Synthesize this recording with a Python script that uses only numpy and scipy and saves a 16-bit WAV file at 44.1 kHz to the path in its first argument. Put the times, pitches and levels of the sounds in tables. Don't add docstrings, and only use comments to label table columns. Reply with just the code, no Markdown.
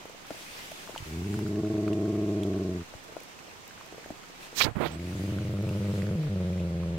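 import sys
import numpy as np
from scipy import signal
from scipy.fft import rfft, irfft
from scipy.io import wavfile
from scipy.ndimage import uniform_filter1d, map_coordinates

SR = 44100
rng = np.random.default_rng(int(sys.argv[2]) if len(sys.argv) > 2 else 0)


def to_wav(s):
    ch = np.atleast_2d(s).T
    pcm = np.round(np.clip(ch, -1, 1) * 32767)
    wavfile.write(sys.argv[1], SR, pcm.astype(np.int16))


def ratio(d):
    e = np.asarray(d, float) / 20
    return 10 ** e


N = 307816
T = np.arange(N) / SR

# (frequency [Hz], density [dB per Hz])
FOREST = [(24, -30), (40, -3.5), (219, -4), (657, -6.5), (744, -3), (1660, -3.5), (2470, -4), (7610, -16),
          (10300, -24.5), (11600, -25), (15700, -31)]
# (frequency [Hz], likeness [-1 to 1])
ALIKE = [(60, 0.63), (130, 1), (290, 1), (640, 0.54), (1410, -0.49), (3100, 0.23), (6820, -0.53),
         (15000, 0.42)]
# (frequency [Hz], left minus right [dB])
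LEAN = [(60, 5), (300, 7), (1300, 1), (4400, -2.5), (15000, 7)]
# (frequency [Hz], density [dB per Hz])
CLOTH = [(100, -10), (500, -8), (1700, -4.5), (2500, -2), (3600, -6.5), (7000, -10.5), (10000, -15.5),
         (13000, -18), (15700, -20.5)]
# (start [s], length [s], peak level [dB])
RUSTLES = [
    (0.23, 0.67, -43.5),
    (0.597, 0.99, -48.5),
    (1.498, 1.3, -62),
    (3.898, 0.31, -66),
    (4.384, 0.12, -51.5),
    (4.96, 0.61, -48.5),
    (5.393, 0.98, -50.5),
    (6.1, 0.89, -58.5),
]
# (frequency [Hz], time to fall 60 dB [s])
TREES = [(100, 0.09), (1000, 0.085), (8000, 0.08)]

# (time [s], peak level [dB], frequency [Hz], left minus right [dB])
DULL_DROPS = [(.305, -27, 620, 2), (.344, -40, 635, 4), (.874, -38, 1090, 8), (.8895, -37, 594, 3),
              (.894, -36.5, 510, 4), (.903, -39, 990, 2), (.9505, -36, 1300, 2), (.96, -29, 900, -3),
              (.977, -29.5, 3040, 6), (1.4631, -38, 1340, 5), (1.8781, -31, 1270, -4),
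              (1.93, -36, 2787, -7), (2.151, -40, 1201, 0), (2.938, -35, 574.2, 3),
              (3.096, -43.5, 423, -12), (3.122, -40, 439, 4), (3.166, -29.5, 566, 4),
              (3.708, -42.5, 1610, -11), (3.81, -37, 1070, -3), (3.924, -36.5, 423, 1.5),
              (3.944, -39, 470, 3), (3.98, -35, 466, .6), (4.528, -40, 476, 3), (4.059, -38, 630, 0),
              (4.103, -29.5, 600, 1), (5.3844, -36.5, 1470, -5), (5.5694, -41, 1220, 2),
              (6.0192, -35, 1990, -7), (6.0666, -38.5, 1460, -7), (6.2332, -42, 1230, -2),
              (6.8319, -36, 1100, -9)]
# (time [s], peak level [dB], frequency [Hz], left minus right [dB])
LEAF_DROPS = [
    (.054, -38, 458, 1.5),
    (.096, -39, 507, 3),
    (.717, -35, 590, -5),
    (1.3404, -36.5, 1400, 0),
    (1.3894, -32.5, 877, 0),
    (2.4329, -35.5, 3360, -8),
    (5.6894, -38.5, 2650, -4),
]
# (time [s], peak level [dB], frequency [Hz], left minus right [dB])
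THUDS = [
    (.31, -36.5, 256, 2),
    (1.002, -40, 110.7, -4),
    (1.023, -37, 101, -9),
    (2.95, -45.5, 89, 5),
    (4.105, -32.5, 260, 0),
]
# (time [s], peak level [dB], frequency [Hz], left minus right [dB])
SPRAY = [(.268, -58.5, 6000, 0), (1.478, -58, 6100, -1.5), (3.038, -62.5, 6000, -4), (3.203, -57, 6030, 3),
         (3.2335, -56, 5000, 0), (3.6775, -57, 6000, -4), (3.86, -59, 6030, 0), (5.624, -61, 5940, -3)]

# (time [s], hiss level [dB], gap resonance [Hz], seal [0-1], rubbing level [dB])
SLIDE_ON = [
    (4.54, -55, 7500, 0, -53),
    (4.572, -29.5, 7400, 0.24, -44),
    (4.596, -21, 5500, 0, -42),
    (4.611, -13, 1960, 0.28, -32),
    (4.628, -19.5, 3550, 0.1, -41),
    (4.647, -23, 4750, .1, -27),
    (4.657, -34, 5000, 0.1, -20),
    (4.69, -73, 2500, .85, -32),
    (4.745, -90, 1200, .99, -64),
]
# (time [s], hiss level [dB], gap resonance [Hz], seal [0-1], rubbing level [dB])
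SLIDE_OFF = [
    (4.758, -74, 900, 0.81, -32),
    (4.796, -54, 1300, .75, -32),
    (4.81, -39, 1690, 0.73, -25),
    (4.84, -37.5, 2500, 0.86, -26),
    (4.863, -35, 3430, 0.63, -23.5),
    (4.877, -38, 3560, 0.14, -35),
    (4.89, -46.5, 2490, 0.027, -42),
    (4.95, -48, 2600, 0, -43.5),
    (5.0, -70, 2000, 0, -59),
]
# (time [s], level [dB])
SQUEAK = [(4.895, -95), (4.92, -53), (4.96, -54), (4.99, -95)]
# (time [s], peak level [dB], frequency [Hz])
PUMPS = [(4.581, -25, 1350), (4.59, -24, 1250), (4.6, -21, 1400), (4.605, -18, 1050), (4.61, -12, 1200),
         (4.65, -18, 116), (4.665, -18, 333), (4.684, -21.5, 110), (4.712, -27, 120), (4.754, -25, 110),
         (4.767, -14, 190), (4.783, -27, 400), (4.801, -18, 300)]
# (frequency [Hz], gain [dB])
SEAL_CUTS = [(4300, 0), (6200, -35), (10000, -35), (12000, 0)]

# (frequency [Hz], phase by which the left leads [rad])
LEAD = [(80, 0.073), (200, 0.14), (400, 0.067), (1000, .56)]
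# (time [s], pitch [Hz], level [dB])
HOOT = [(6.146, 175.8, -64), (6.156, 173, -26), (6.175, 162.4, -25), (6.195, 156.3, -20), (6.23, 153, -25),
        (6.27, 146.6, -22), (6.287, 145, -26), (6.3, 141, -60)]
# (multiple [1], level [dB])
HOOT_ORDERS = [(1, -5), (2, -21), (3, -23.5), (4, -31)]
# (frequency [Hz], gain [dB])
SHUT = [(30, -64), (70, 5.5), (100, 3), (200, 2), (300, -4.5), (420, -5), (520, -39), (700, -15.5),
        (2500, -68)]
# (frequency [Hz], gain [dB])
OPEN = [(30, -19.5), (70, -3), (105, -3.5), (210, -1.5), (260, -9), (320, -0.5), (420, -1.5), (520, -21),
        (640, -13), (750, -20.5), (900, -39.5), (1080, -29), (1300, -38), (2500, -90)]
# (frequency [Hz], gain [dB])
TURNED_SHUT = [(30, -55), (70, 2.5), (95, 0), (190, -0.5), (270, -1.5), (370, -2.5), (470, -28.5),
               (650, -15), (800, -33.5), (2500, -57)]
# (frequency [Hz], gain [dB])
TURNED_OPEN = [(30, -19), (70, -8.5), (100, -1), (200, 1), (260, -28.5), (320, -9), (500, -11),
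               (620, -15.5), (720, -31), (1000, -34), (1350, -30), (1700, -41.5), (2500, -73)]
# (frequency [Hz], gain [dB])
DEEP = [(30, -11), (65, -12), (90, 0), (180, 2), (260, -17.5), (360, -9), (450, -16.5), (550, -9),
        (640, -20.5), (780, -29), (2500, -72)]
THROATS = [(SHUT, OPEN), (TURNED_SHUT, TURNED_OPEN), (DEEP, TURNED_OPEN)]
# (time [s], fold beat [Hz], level [dB], mouth opening [0-1])
GROWLS = [
    [(1.06, 79.2, -42, 0.3), (1.17, 91.3, -33.5, 0.22), (1.33, 106.3, -30, 0.3), (1.7, 108.7, -29.5, 0.95),
     (2.15, 114, -28.5, 0.93), (2.55, 104, -28.5, 0.88), (2.76, 94.8, -30, 0.65), (2.82, 84, -37, 0.24),
     (2.87, 80, -76, 0)],
    [(4.775, 75.5, -54, .2), (4.83, 75.6, -42, 0.5), (4.97, 84.5, -36.5, 0.4), (5.16, 98.7, -32.5, 0.44),
     (5.3, 105, -30, 0.48), (5.55, 104.6, -30, 0.71), (5.95, 104.4, -29.5, 0.81), (6.14, 101.7, -31, 0.9),
     (6.153, 97.2, -28.5, 0.9)],
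    [(6.29, 95.4, -31, 0.4), (6.32, 94, -29, 0.6), (6.6, 92.3, -30, 0.3), (6.8, 88.74, -30.5, 0.3),
     (6.98, 85, -31, 0.3)],
]
LEAKS = [.1, .26, .13]
LOOSE = [1.15, 1.5, .9]
RECOVER_DB = [1.2, 0, 0]
# (frequency [Hz], width [Hz], lift [dB])
RINGS = [(320.7, 35, 1), (638, 35, 3), (1093, 60, 3)]
# (time [s], delay [ms], weakening [dB])
MARKED_STUMBLES = [(1.241, 1.5, 3), (1.281, 1.5, 3), (1.321, 1.5, 2), (1.36, 4.9, 2), (1.402, 2.5, 3),
                   (1.44, 4, 3), (1.482, 3, 2), (1.523, 1.6, 3), (1.562, 1.4, 3), (1.6, 2.3, 0),
                   (1.612, 5, 3), (1.626, 0, 4), (1.683, 1.2, 4), (1.693, 0, 8), (1.73, 4, 4), (1.771, 1, 6),
                   (1.809, 2, 2), (1.857, 1, 4.5), (1.895, 1.6, 4), (1.943, 3, 5), (1.983, 2.3, 0),
                   (2.023, 2, .5), (2.071, 2.2, 3), (2.119, 2.3, 5.5), (2.158, 2.2, 0), (2.206, 1.6, 3.5),
                   (2.254, 2.1, 5), (2.293, 1.8, 0), (2.342, 2, 2), (2.391, 2, 1), (2.442, 1.6, 3.5),
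                   (2.493, 1.9, 2), (2.535, 2, 1), (2.587, 1.9, 2.5), (2.64, 1.9, 1), (2.683, 1.6, 0),
                   (2.738, 1.5, 0), (2.783, 1.5, 1),
                   (4.983, 1.6, 3), (5.064, 1.6, 3), (5.141, 4.2, 1.5), (5.186, 2.6, 4.5), (5.23, .6, 5),
                  (5.27, 2, 3), (5.311, 4.8, 1.5), (5.355, 1.8, 1.5), (5.396, 5.1, 2), (5.44, 4, 3),
                  (5.483, 4.8, 2.5), (5.526, 4.6, 1), (5.581, .5, 3), (5.621, 0, 3), (5.658, 4, 2),
                  (5.7, 4, 0), (5.743, 1.7, 1), (5.792, 5.1, 1.5), (5.838, 0, 2.5), (5.877, 1.1, 2.5),
                  (5.927, 4.4, 3), (5.97, 1.4, 3), (6.021, 2.8, 2), (6.062, .7, 3.5), (6.114, 0, 4),
                  (6.35, 1, 4), (6.393, 1.3, .5), (6.437, 2, 0), (6.493, 2, 0), (6.549, 1.5, 2),
                  (6.593, 2, 0), (6.639, 1.5, 0), (6.697, 1.8, 0), (6.744, 2.1, 0), (6.791, 1.7, 0),
                  (6.849, 1.7, .5), (6.896, 1.9, 0), (6.943, 2, .5)]
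STUMBLES = MARKED_STUMBLES
FLUTTER_S = 0.044


def unit(x):
    return x / np.sqrt(np.mean(x ** 2) + 1e-20)


def along(points, hz):
    f, v = np.transpose(points)
    return np.interp(np.log(hz + 1), np.log(f + 1), v)


def curves(rows, t=T):
    s, *cols = np.transpose(rows)
    return [np.interp(t, s, c) for c in cols]


def wobble(rate):
    return map_coordinates(rng.standard_normal(int(N * rate / SR) + 4), [T * rate])


def causal(x, spectrum):
    gain = ratio(along(spectrum, np.fft.rfftfreq(16384, 1 / SR)))
    cepstrum = irfft(np.log(gain + 1e-6))
    cepstrum[1:8192] *= 2
    cepstrum[8193:] = 0
    response = irfft(np.exp(rfft(cepstrum)))[:8192]
    return signal.fftconvolve(x, response)[:len(x)]


def rush(spectrum, alike, patchy_db):
    hz, _, z = signal.stft(rng.standard_normal((2, N + 1024)), SR, nperseg=1024)
    patches = uniform_filter1d(rng.standard_normal(z.shape[1:]), 12, 0)
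    patches = unit(uniform_filter1d(patches, 5, 1))
    turn = np.arccos(np.clip(along(alike, hz), -1, 1))[:, None] / 2
    mid, side = z[0] * np.cos(turn), z[1] * np.sin(turn)
    lean = ratio(along(LEAN, hz)[:, None] / 2)
    pair = np.array([(mid + side) * lean, (mid - side) / lean])
    pair = pair * ratio(along(spectrum, hz)[:, None] + patchy_db * patches)
    return unit(signal.istft(pair, nperseg=1024)[1][:, :N])


def forest():
    level_db = -50 + 0.052 * wobble(4.1) + 0.36 * wobble(12)
    return ratio(level_db) * rush(FOREST, ALIKE, patchy_db=1.1)


def jacket():
    power = 0
    for s, length, db in RUSTLES:
        swell = abs(np.sin(np.pi * np.clip((T - s) / length, 0, 1))) ** 0.85
        power = power + (ratio(db) * swell) ** 2
    likeness = [(300, 0.83), (1500, -0.62), (3000, 0.13)]
    return np.sqrt(power) * ratio(0.5 + 1.4 * wobble(8.2)) * rush(CLOTH, likeness, patchy_db=2.0)


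def trees(x):
    hz, t, z = signal.stft(rng.standard_normal((2, SR // 2)), SR, nperseg=256)
    tail = signal.istft(z * ratio(-60 * t / along(TREES, hz)[:, None]), SR, nperseg=256)[1]
    return signal.fftconvolve(x[None], tail / np.linalg.norm(tail[0]), axes=1)[:, :N]


def drop(hz, splash_db):
    t = np.arange(2048) / SR
    noise = rng.standard_normal((3, len(t)))
    band = signal.butter(2, [hz / 2.2, hz * 2.6], "band", fs=SR, output="sos")
    puff = unit(signal.sosfilt(band, noise[0])) * ratio(-60 * t / 0.018)
    ring = np.sin(2 * np.pi * hz * t) * ratio(-60 * t / (0.005 + 4.3 / hz)) * (1 + hz / 4000)
    knock = 2.2 * (ring + 0.22 * puff) * (1 - np.exp(-t / 0.0004)) ** 2
    high = signal.butter(2, 5000, "high", fs=SR, output="sos")
    splash = ratio(splash_db + 4.5 - 60 * t / 0.0068) * signal.sosfilt(high, noise[1:])
    return knock + splash


def drops():
    lag_s = 0.0008
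    kinds = [(DULL_DROPS, -23), (LEAF_DROPS, -7.5), (THUDS, -40), (SPRAY, 14.5)]
    rows = [(*row, splash_db) for table, splash_db in kinds for row in table]
    for a, b, c, d in rng.random((220, 4)):
        rows.append((6.9 * a, -50 + 9 * b ** 2, 300 * 9 ** c, 8 * d - 4, -16))
    out = np.zeros((2, N + 2048))
    for s, db, hz, pan_db, splash_db in rows:
        start = round((s + lag_s) * SR)
        sides_db = np.clip(pan_db, -8, 8) * np.array([[0.5], [-0.5]])
        out[:, start:start + 2048] += ratio(db + sides_db) * drop(hz, splash_db)
    return out[:, :N]


def finger(right):
    slide = SLIDE_ON + SLIDE_OFF
    hz, t, z = signal.stft([right, *rng.standard_normal((3, N))], SR, nperseg=256)
    hz = hz[:, None] + 1
    hiss_db, gap_hz, seal, _ = curves(slide, t)
    cover_db = 23 * abs(seal) ** 3.6
    z[0] *= ratio(-cover_db * hz / (hz + 900))

    detune = 1.75 * (hz / gap_hz - gap_hz / hz)
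    gap = 1 / np.sqrt(1 + detune ** 2) ** 1.18
    gap = gap + 0.25 * ratio(-18 * seal)
    port = [(6000, -8.5), (9000, -18), (10500, -22), (13000, -15.5), (16000, -16.5)]  # (Hz, dB)
    gap = gap * ratio(along(port, hz) + seal * along(SEAL_CUTS, hz))
    z[1] *= ratio(hiss_db) * gap / np.sqrt(np.mean(gap ** 2, axis=0))
    z[3] *= ratio(curves(SQUEAK, t)[0]) * unit(np.exp(-((hz - 8000) / 500) ** 2))
    heard, hiss, buffet, squeak = signal.istft(z, nperseg=256)[1][:, :N]

    membrane = [(20, -18), (90, 5.5), (200, 6), (500, 6.5), (1100, 1), (2200, -7), (5000, -30.5)]
    rubbing = ratio(curves(slide)[3]) + ratio(-63.5)
    buffet = rubbing * unit(causal(buffet, membrane))
    hiss = hiss * ratio(0.96 * wobble(400) + 1.15 * wobble(90))
    loud = heard + hiss + buffet * ratio(wobble(120)) + squeak
    for s, db, pump_hz in PUMPS:
        since = np.clip(T - s, 0, 1)
        decay_db = 60 * since * pump_hz / 7.3
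        loud = loud + ratio(db - decay_db) * np.sin(2 * np.pi * pump_hz * since)
    return loud / (1 + abs(loud / 0.62) ** 4) ** 0.25


def hoot():
    hz, db = curves(HOOT)
    phase = 2 * np.pi * np.cumsum(hz * (1 + 0.0211 * wobble(70))) / SR
    tone = 0
    for k, level in HOOT_ORDERS:
        tone = tone + ratio(level + (k > 1) * 0.46 * wobble(66)) * np.cos(k * phase)
    breath_colour = [(120, -36), (280, -5), (600, -7), (800, -18), (2500, -64)]  # (Hz, dB)
    breath = unit(causal(rng.standard_normal(N), breath_colour))
    return ratio(db + 2 + 0.29 * wobble(40)) * (tone + ratio(-24.5) * breath)


def slips(stretch, loose):
    edge_s, scatter_s, delay_ms, spread = 0.04, 0.0049, 1.75, 0.25
    start, end = stretch[0][0] + edge_s, stretch[-1][0] - edge_s
    big = [row for row in STUMBLES if start < row[0] < end]
    posts = [start - FLUTTER_S] + [row[0] for row in big] + [end + FLUTTER_S]
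    gaps = []
    for a, b in zip(posts, posts[1:]):
        turns = max(round((b - a) / FLUTTER_S), 1)
        gaps.append(np.linspace(a, b, turns + 1)[1:-1])
    s = np.concatenate(gaps)
    chance = rng.standard_normal((2, len(s)))
    delays = loose * delay_ms * np.exp(spread * chance[1])
    small = np.transpose([s + scatter_s * chance[0], delays, np.zeros(len(s))])
    return np.vstack([small, *big])


def folds(pitch, trips, recover_db):
    jitter, drag_s, recover_s, fade_db = 0.0063, 0.0077, 0.0096, 2.17
    s, delay_ms, weak_db = np.transpose(trips)
    marks = np.zeros(N)
    marks[np.round((s + drag_s) * SR).astype(int)] = delay_ms / 1000
    big = marks > 0.0027
    held = 0
    for mark, bump in [(marks * big, np.hanning(620)), (marks * ~big, np.hanning(1250))]:
        held = held + signal.fftconvolve(mark, bump / bump.sum() * SR, "same")
    beat = curves(pitch)[0] * (1 + jitter * wobble(60))
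    turns = np.cumsum(beat * np.clip(1 - held, 0, 1)) / SR

    lock = np.sort([pitch[0][0]] + [row[0] for row in STUMBLES]) - 0.0018
    free = np.interp(lock, T, turns)
    whole = np.cumsum(np.round(np.diff(free, prepend=0)))
    locked = turns + np.interp(T, lock, whole - free)
    at = np.flatnonzero(np.diff(np.floor(locked)) > 0)

    s = at[np.argmin(abs(at[:, None] / SR - s), axis=0)] / SR
    since = at[:, None] / SR - s
    weak = np.max(weak_db * np.exp(-(since / 0.0033) ** 2), axis=1)
    rest = np.min(np.where(since > 0, since, 1), axis=1)
    weak += fade_db * np.clip(rest / FLUTTER_S, 0, 1)
    lingering = np.where(since > 0, delay_ms * np.exp(-abs(since) / recover_s), 0)
    weak += recover_db * np.max(lingering, axis=1)
    return at, weak


def growl(stretch, throats, leak, loose, rings, recover_db):
    trips = slips(stretch, loose)
    at, weak = folds(stretch, trips, recover_db)
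    chance = rng.standard_normal((len(at), 2))
    soft, sharp = np.zeros((2, N))
    soft[at] = ratio(0.5 * chance[:, 0] - 0.34 * weak)
    sharp[at] = soft[at] * ratio(1.1 * chance[:, 1] - 1.87 * weak)
    for s, delay_ms, _ in trips:
        last = at[np.argmin(abs(at / SR - s))]
        soft[last + int(0.0063 * SR)] = np.clip(0.21 * (delay_ms - 1.6), 0, 0.9)
    slow = np.hanning(230)
    closures = sharp + signal.fftconvolve(soft - sharp, slow / slow.sum(), "same")

    puff = signal.fftconvolve(sharp, np.hanning(260))[:N] * rng.standard_normal(N)
    puff = signal.sosfilt(signal.butter(2, 300, "high", fs=SR, output="sos"), puff)
    source = unit(closures) + leak * unit(puff)

    shut, wide = (unit(causal(source, throat)) for throat in throats)
    for hz, width_hz, lift_db in rings:
        ringing = signal.lfilter(*signal.iirpeak(hz, hz / width_hz, SR), wide)
        wide = unit(wide + ratio(lift_db) * ringing)
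    _, db, opening = curves(stretch)
    opening = np.clip(opening, 0, 1) ** 1.19
    voiced = 1.0 * (T > stretch[0][0]) * (T < stretch[-1][0] + 0.005)
    return uniform_filter1d(voiced, 500) * ratio(db) * ((1 - opening) * shut + opening * wide)


def at_ports(dog):
    half = 0.5j * along(LEAD, np.fft.rfftfreq(2 * N, 1 / SR))
    turn = 1.4j
    return irfft(rfft(dog, 2 * N) * np.exp([half - turn, -half - turn]))[:, :N]


def scene():
    dog = hoot()
    for part in zip(GROWLS, THROATS, LEAKS, LOOSE, [RINGS, [], []], RECOVER_DB):
        dog = dog + growl(*part)
    water = drops()
    echoes = ratio(-39) * trees(dog) + ratio(-8) * trees(water[0])
    left, right = at_ports(dog) + water + echoes + forest() + jacket()
    return np.array([left, finger(right)])


def low_pass(x):
    return signal.sosfilt(signal.butter(12, 15830, fs=SR, output="sos"), x)


def record(dry):
    passed = np.fft.rfftfreq(2 * N, 1 / SR) < 15830
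    kept = irfft(rfft(dry, 2 * N) * passed)[:, :N]
    return low_pass(kept)


dry = scene()
out = record(dry)
to_wav(out)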